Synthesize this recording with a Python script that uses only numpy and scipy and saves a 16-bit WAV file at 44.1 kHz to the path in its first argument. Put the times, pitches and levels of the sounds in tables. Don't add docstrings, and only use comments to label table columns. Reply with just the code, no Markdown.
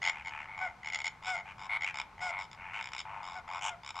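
import sys
import numpy as np
from scipy import signal
from scipy.fft import rfft, irfft
from scipy.io import wavfile
from scipy.ndimage import uniform_filter1d

SR = 44100
rng = np.random.default_rng(int(sys.argv[2]) if len(sys.argv) > 2 else 0)


def inscribe(sig):
    pcm = np.round(np.clip(np.atleast_2d(sig).T, -1, 1) * 32767)
    wavfile.write(sys.argv[1], SR, pcm.astype(np.int16))


N = 176400
BASS_HZ, TREBLE_HZ = 1426, 2900


def croak(voice, start_s, length_s, rate_hz, level_db, swell_db, bass_db, treble_db):
    margin_s, jitter_s, shimmer_db, arch_db = .05, .0004, 1, 3
    open_per_db, stretch_spread, treble_per_db = .005, .018, .57
    sound = np.zeros(round((length_s + 2 * margin_s) * SR))
    for when_s in np.arange(0, length_s, 1 / rate_hz):
        late, loud, shift = rng.standard_normal(3)
        from_middle = when_s / length_s - .5
        effort_db = swell_db * from_middle - arch_db * (2 * from_middle) ** 2
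        stretch = 1 + open_per_db * effort_db + stretch_spread * shift
        ring = throat(burst(rate_hz), voice, stretch, bass_db, treble_db + treble_per_db * effort_db)
        centre_s = margin_s + when_s + jitter_s * late
        add(sound, centre_s - len(ring) / SR / 2, amp(effort_db + shimmer_db * loud) * ring)
    gain = amp(level_db) * np.sqrt((length_s + margin_s) / (length_s + 2 * margin_s))
    return start_s - margin_s, gain * unit_rms(sound)


def burst(rate_hz, size=2048):
    turbulence, flattening = .77, .63
    t = (np.arange(size) - size / 2) / SR
    cycle_s = .001359 * (1 + .05 * rng.standard_normal())
    turns = np.floor(t / cycle_s)
    beats = unit_rms(turns > np.roll(turns, 1))
    half_length_s = .0019 * (rate_hz / 78.8) ** 1.7
    envelope = np.exp(-(t / half_length_s) ** 2)
    spectrum = rfft(envelope * (beats + turbulence * rng.standard_normal(size)))
    return unit_rms(irfft(spectrum / (abs(spectrum) + np.median(abs(spectrum))) ** flattening))


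def throat(drive, voice, stretch, bass_db, treble_db):
    resonances = { "nasal": [(380, -48), (880, -7), (1200, -16.5), (1750, -17), (2130, 3), (2650, -21.5),
                  (3200, -12), (4050, -24.5), (5500, -17.5), (6020, -41.5), (6950, -14.5), (7700, -38.5),
                  (9500, -42.5), (11500, -74.5)], "rasp": [(400, -42), (980, 3.5), (1700, -13), (2280, 2),
                  (2750, -12.5), (3750, -8), (4150, -30.5), (5250, -7), (6120, -33), (7200, -14.5),
                  (8200, -35), (9600, -39.5), (12000, -70)], "dull": [(380, -41.5), (930, 2.5),
                  (1550, -8.5), (1900, -3), (2450, 0), (3000, -14), (4100, -33), (7200, -33),
                  (12000, -65.5)], "pinched": [(400, -46), (930, -6), (1650, -19), (2200, 2), (2700, -22.5),
                  (3300, -19), (6100, -46), (9500, -42.5), (11500, -69.5)], "wide": [(380, -38), (900, 2.5),
                  (1750, -14.5), (2250, -4.5), (3300, -4), (4200, -29), (5700, -13.5), (7400, -9),
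                  (8200, -22), (13000, -56)]}
    bite_db, ring_share = 2.3, .4
    hz = abs(np.fft.fftfreq(len(drive), 1 / SR))
    db = read_curve(resonances[voice], hz / stretch) + bass_db * (1 - above(hz, BASS_HZ))
    db += (treble_db + bite_db) * above(hz, TREBLE_HZ)
    lag_rad = signal.hilbert(np.log(amp(db))).imag
    return np.fft.ifft(np.fft.fft(drive) * amp(db) * np.exp(-1j * ring_share * lag_rad)).real


def honk(start_s, length_s, top_hz, level_db, treble_db):
    # frequency in Hz, relative level in dB.
    timbre = [(700, 0.5), (1450, -1), (2170, 3.5), (2900, -17.5), (4400, -29), (5150, -12), (5950, -28),
              (7300, -20.5), (10500, -43.5)]
    top_at, sag, edge_s, clearing_db = .299, .1925, .018, -11
    full_db, dull_hz = -35.5, 1800
    t = np.arange(0, length_s, 1 / SR)
    progress = t / length_s
    drift, tremor, turbulence = rng.standard_normal((3, SR))[:, :len(t)]
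    unsteady = .29 + abs(2 * progress - 1)
    wobble, shimmer = .005 * unsteady * smooth(drift), .2 * unsteady * smooth(tremor)
    pitch_hz = top_hz * (1 - sag * (progress - top_at) ** 2 + wobble)
    phase = 2 * np.pi * np.cumsum(pitch_hz) / SR
    orders = np.arange(1, 14)[:, None]
    partials_hz = orders * pitch_hz
    db = read_curve(timbre, partials_hz) + treble_db * above(partials_hz, TREBLE_HZ)
    db += (level_db - full_db) * above(partials_hz, dull_hz)
    tone = unit_rms((amp(db) * np.sin(orders * phase + orders ** 2)).sum(0))
    rasp = unit_rms(throat(turbulence * (1 + np.cos(phase)), "rasp", 1, 0, treble_db))
    note = (1 + shimmer) * tone + .5 * amp(clearing_db * progress) * rasp
    fade = np.sin(np.pi / 2 * np.minimum(np.minimum(t, length_s - t) / edge_s, 1))
    return start_s, amp(level_db) * fade * unit_rms(note)


def far_flock(calls=70, level_db=-60):
    murmur = np.zeros(N)
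    for when, size, pace, loud in rng.random((calls, 4)):
        add(murmur, *croak("dull", when * N / SR, length_s=.08 + .1 * size, rate_hz=68 + 30 * pace,
                           level_db=6 * loud, swell_db=0, bass_db=9, treble_db=-14))
    return amp(level_db) * unit_rms(murmur)


def lagoon(birds):
    # frequency in Hz, time to fall 60 dB in seconds.
    shore_t60 = [(900, .42), (5000, .14)]
    scatter_decay_s, scatter_hz, shore_db = .008, 2600, -16.5
    t = np.arange(SR // 2) / SR
    ripples, mid, side = rng.standard_normal((3, len(t)))
    scatter = ripples * (t > .003) * np.exp(-t / scatter_decay_s)
    scatter *= amp(-4) / np.linalg.norm(scatter)
    scatter = signal.lfilter(*signal.butter(1, scatter_hz, fs=SR), scatter)
    shore = np.array([mid + .33 * side, mid - .3 * side]) * (t > .012)
    hz, frames_s, spectra = signal.stft(shore, SR, nperseg=256)
    decay = amp(-60 * frames_s / read_curve(shore_t60, hz)[:, None])
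    tail = signal.istft(spectra * decay, SR, nperseg=256)[1][:, :len(t)]
    echoes = scatter + amp(shore_db) * tail / np.linalg.norm(tail[0])
    return birds + signal.fftconvolve(birds[None], echoes, axes=1)[:, :N]


def wind(rumble_db=-62, air_db=-63):
    # frequency in Hz, relative level in dB.
    rumble_spectrum = [(20, -7.5), (80, 1), (180, -3.5), (310, -18.5)]
    air_spectrum = [(200, -6), (900, 4), (6000, -15), (15000, -35)]
    rumble = stereo_noise(rumble_spectrum, roof_hz=500, width=.07)
    air = stereo_noise(air_spectrum, roof_hz=SR / 2, width=.41)
    return amp(rumble_db) * rumble + amp(air_db) * air


def stereo_noise(points, roof_hz, width):
    hz = np.fft.rfftfreq(N, 1 / SR)
    gain = amp(read_curve(points, hz)) * (1 - above(hz, roof_hz))
    mid, side = unit_rms(irfft(rfft(rng.standard_normal((2, N))) * gain, N))
    return np.array([mid + width * side, mid - width * side])


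def amp(db):
    return 10 ** (np.asarray(db) / 20)


def unit_rms(x):
    return x / np.sqrt(np.mean(x ** 2) + 1e-20)


def smooth(noise):
    return unit_rms(uniform_filter1d(uniform_filter1d(noise, size=90), size=90))


def read_curve(points, hz):
    points_hz, values = np.transpose(points)
    return np.interp(np.log(hz + 1), np.log(points_hz + 1), values)


def above(hz, edge_hz):
    return 1 - 1 / (1 + (hz / edge_hz) ** 10)


def add(mix, start_s, sound):
    at = round(start_s * SR)
    part = mix[max(at, 0):][:len(sound) + min(at, 0)]
    part += sound[max(-at, 0):][:len(part)]


def scene():
    # voice, start and length in seconds, burst rate in Hz, level in dB,
    # swell from start to end in dB, bass in dB, treble in dB.
    croaks = [ ("nasal", .020, .084, 90, -33.5, 5.1, 0, -2.2), ("dull", .120, .105, 77, -50, 0, -2.4, 1.6),
              ("nasal", .250, 0.048, 89, -44.5, 4, 2, -5.5),
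              ("dull", .310, .150, 74.5, -46.5, -2, -2.3, -2),
              ("pinched", .476, 0.092, 98, -49.5, 0, 3.3, -8),
              ("nasal", .579, .135, 83, -44.5, -8, 5.6, -11), ("nasal", .833, .080, 73, -44, 5.6, -3.5, -5),
              ("nasal", .924, 0.037, 86, -38, 4, -1, 0), ("nasal", 0.96, .065, 68.5, -44.5, 6, 1, -1.7),
              ("nasal", 1.046, .044, 88, -38.5, 0, -0.83, 1.8), ("rasp", 1.226, .080, 90, -45, 10.2, 1, 0),
              ("nasal", 1.357, .058, 95, -43, -8, 7.2, -9), ("dull", 1.458, .072, 95, -52, 0, 0, 2.2),
              ("rasp", 1.584, 0.092, 97, -49, 3.1, 7.2, -1), ("pinched", 1.698, .078, 110, -37, 4, 2, 0),
              ("nasal", 1.811, .046, 85, -37.5, 6, 0, -7), ("dull", 1.866, .050, 92, -41.5, -5, -7.5, 5.3),
              ("rasp", 1.944, 0.084, 69, -42, 3, 2.2, -0.88),
              ("nasal", 2.182, .129, 80, -45, 7.9, 8.5, -6.5),
              ("pinched", 2.318, .110, 96, -42.5, 0, 7.1, -4.5),
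              ("rasp", 2.391, 0.067, 97, -51.5, -4, 6, 5.2), ("rasp", 2.515, 0.034, 60, -56.5, -5, 3, 3.5),
              ("dull", 2.577, .145, 90, -49, 5.9, -0.85, -9.5),
              ("dull", 2.735, 0.082, 104, -42.5, 0, -3, 0), ("rasp", 2.812, .084, 65, -47.5, -4, -7, -2.3),
              ("rasp", 2.920, .051, 66, -46.5, 2, -1, -1.1),
              ("rasp", 2.982, 0.035, 90, -44.5, -3.5, -3.5, 4.3),
              ("dull", 3.055, 0.18, 100, -47, 0, 10, -1.5), ("rasp", 3.232, .095, 90, -46.5, -1, 9, 1),
              ("rasp", 3.333, 0.067, 92, -51, -3.5, 10.4, 2.9),
              ("rasp", 3.480, 0.124, 88, -43, 3.1, 8.2, -5), ("wide", 3.613, 0.087, 99, -39.5, 5, 2, -4),
              ("rasp", 3.835, 0.079, 70, -48, 7, 5, 5.4), ("rasp", 3.945, .054, 88, -44, 7.3, 11, 2)]
    # start and length in seconds, top pitch in Hz, level in dB, treble in dB.
    honks = [(.604, 0.077, 751, -36.5, -11), (1.261, .102, 748.5, -36.5, 0.5),
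             (2.207, 0.11, 734, -38.5, 3.5), (3.346, .058, 745, -44.5, -10), (3.687, .064, 715, -45.5, -9)]
    # frequency in Hz, left minus right in dB.
    lean = [(700, 0.5), (1200, 4.5), (2300, 1.07)]
    birds = far_flock()
    for row in croaks:
        add(birds, *croak(*row))
    for row in honks:
        add(birds, *honk(*row))
    lean_db = read_curve(lean, np.fft.rfftfreq(N, 1 / SR))
    pan = amp([lean_db / 2, -lean_db / 2])
    return irfft(rfft(lagoon(birds)) * pan, N) + wind()


def record(dry, edge_hz=15700):
    lowpass = signal.firwin(511, edge_hz, window=("kaiser", 9), fs=SR)
    return signal.oaconvolve(dry, lowpass[None], "same")


dry = scene()
out = record(dry)
inscribe(out)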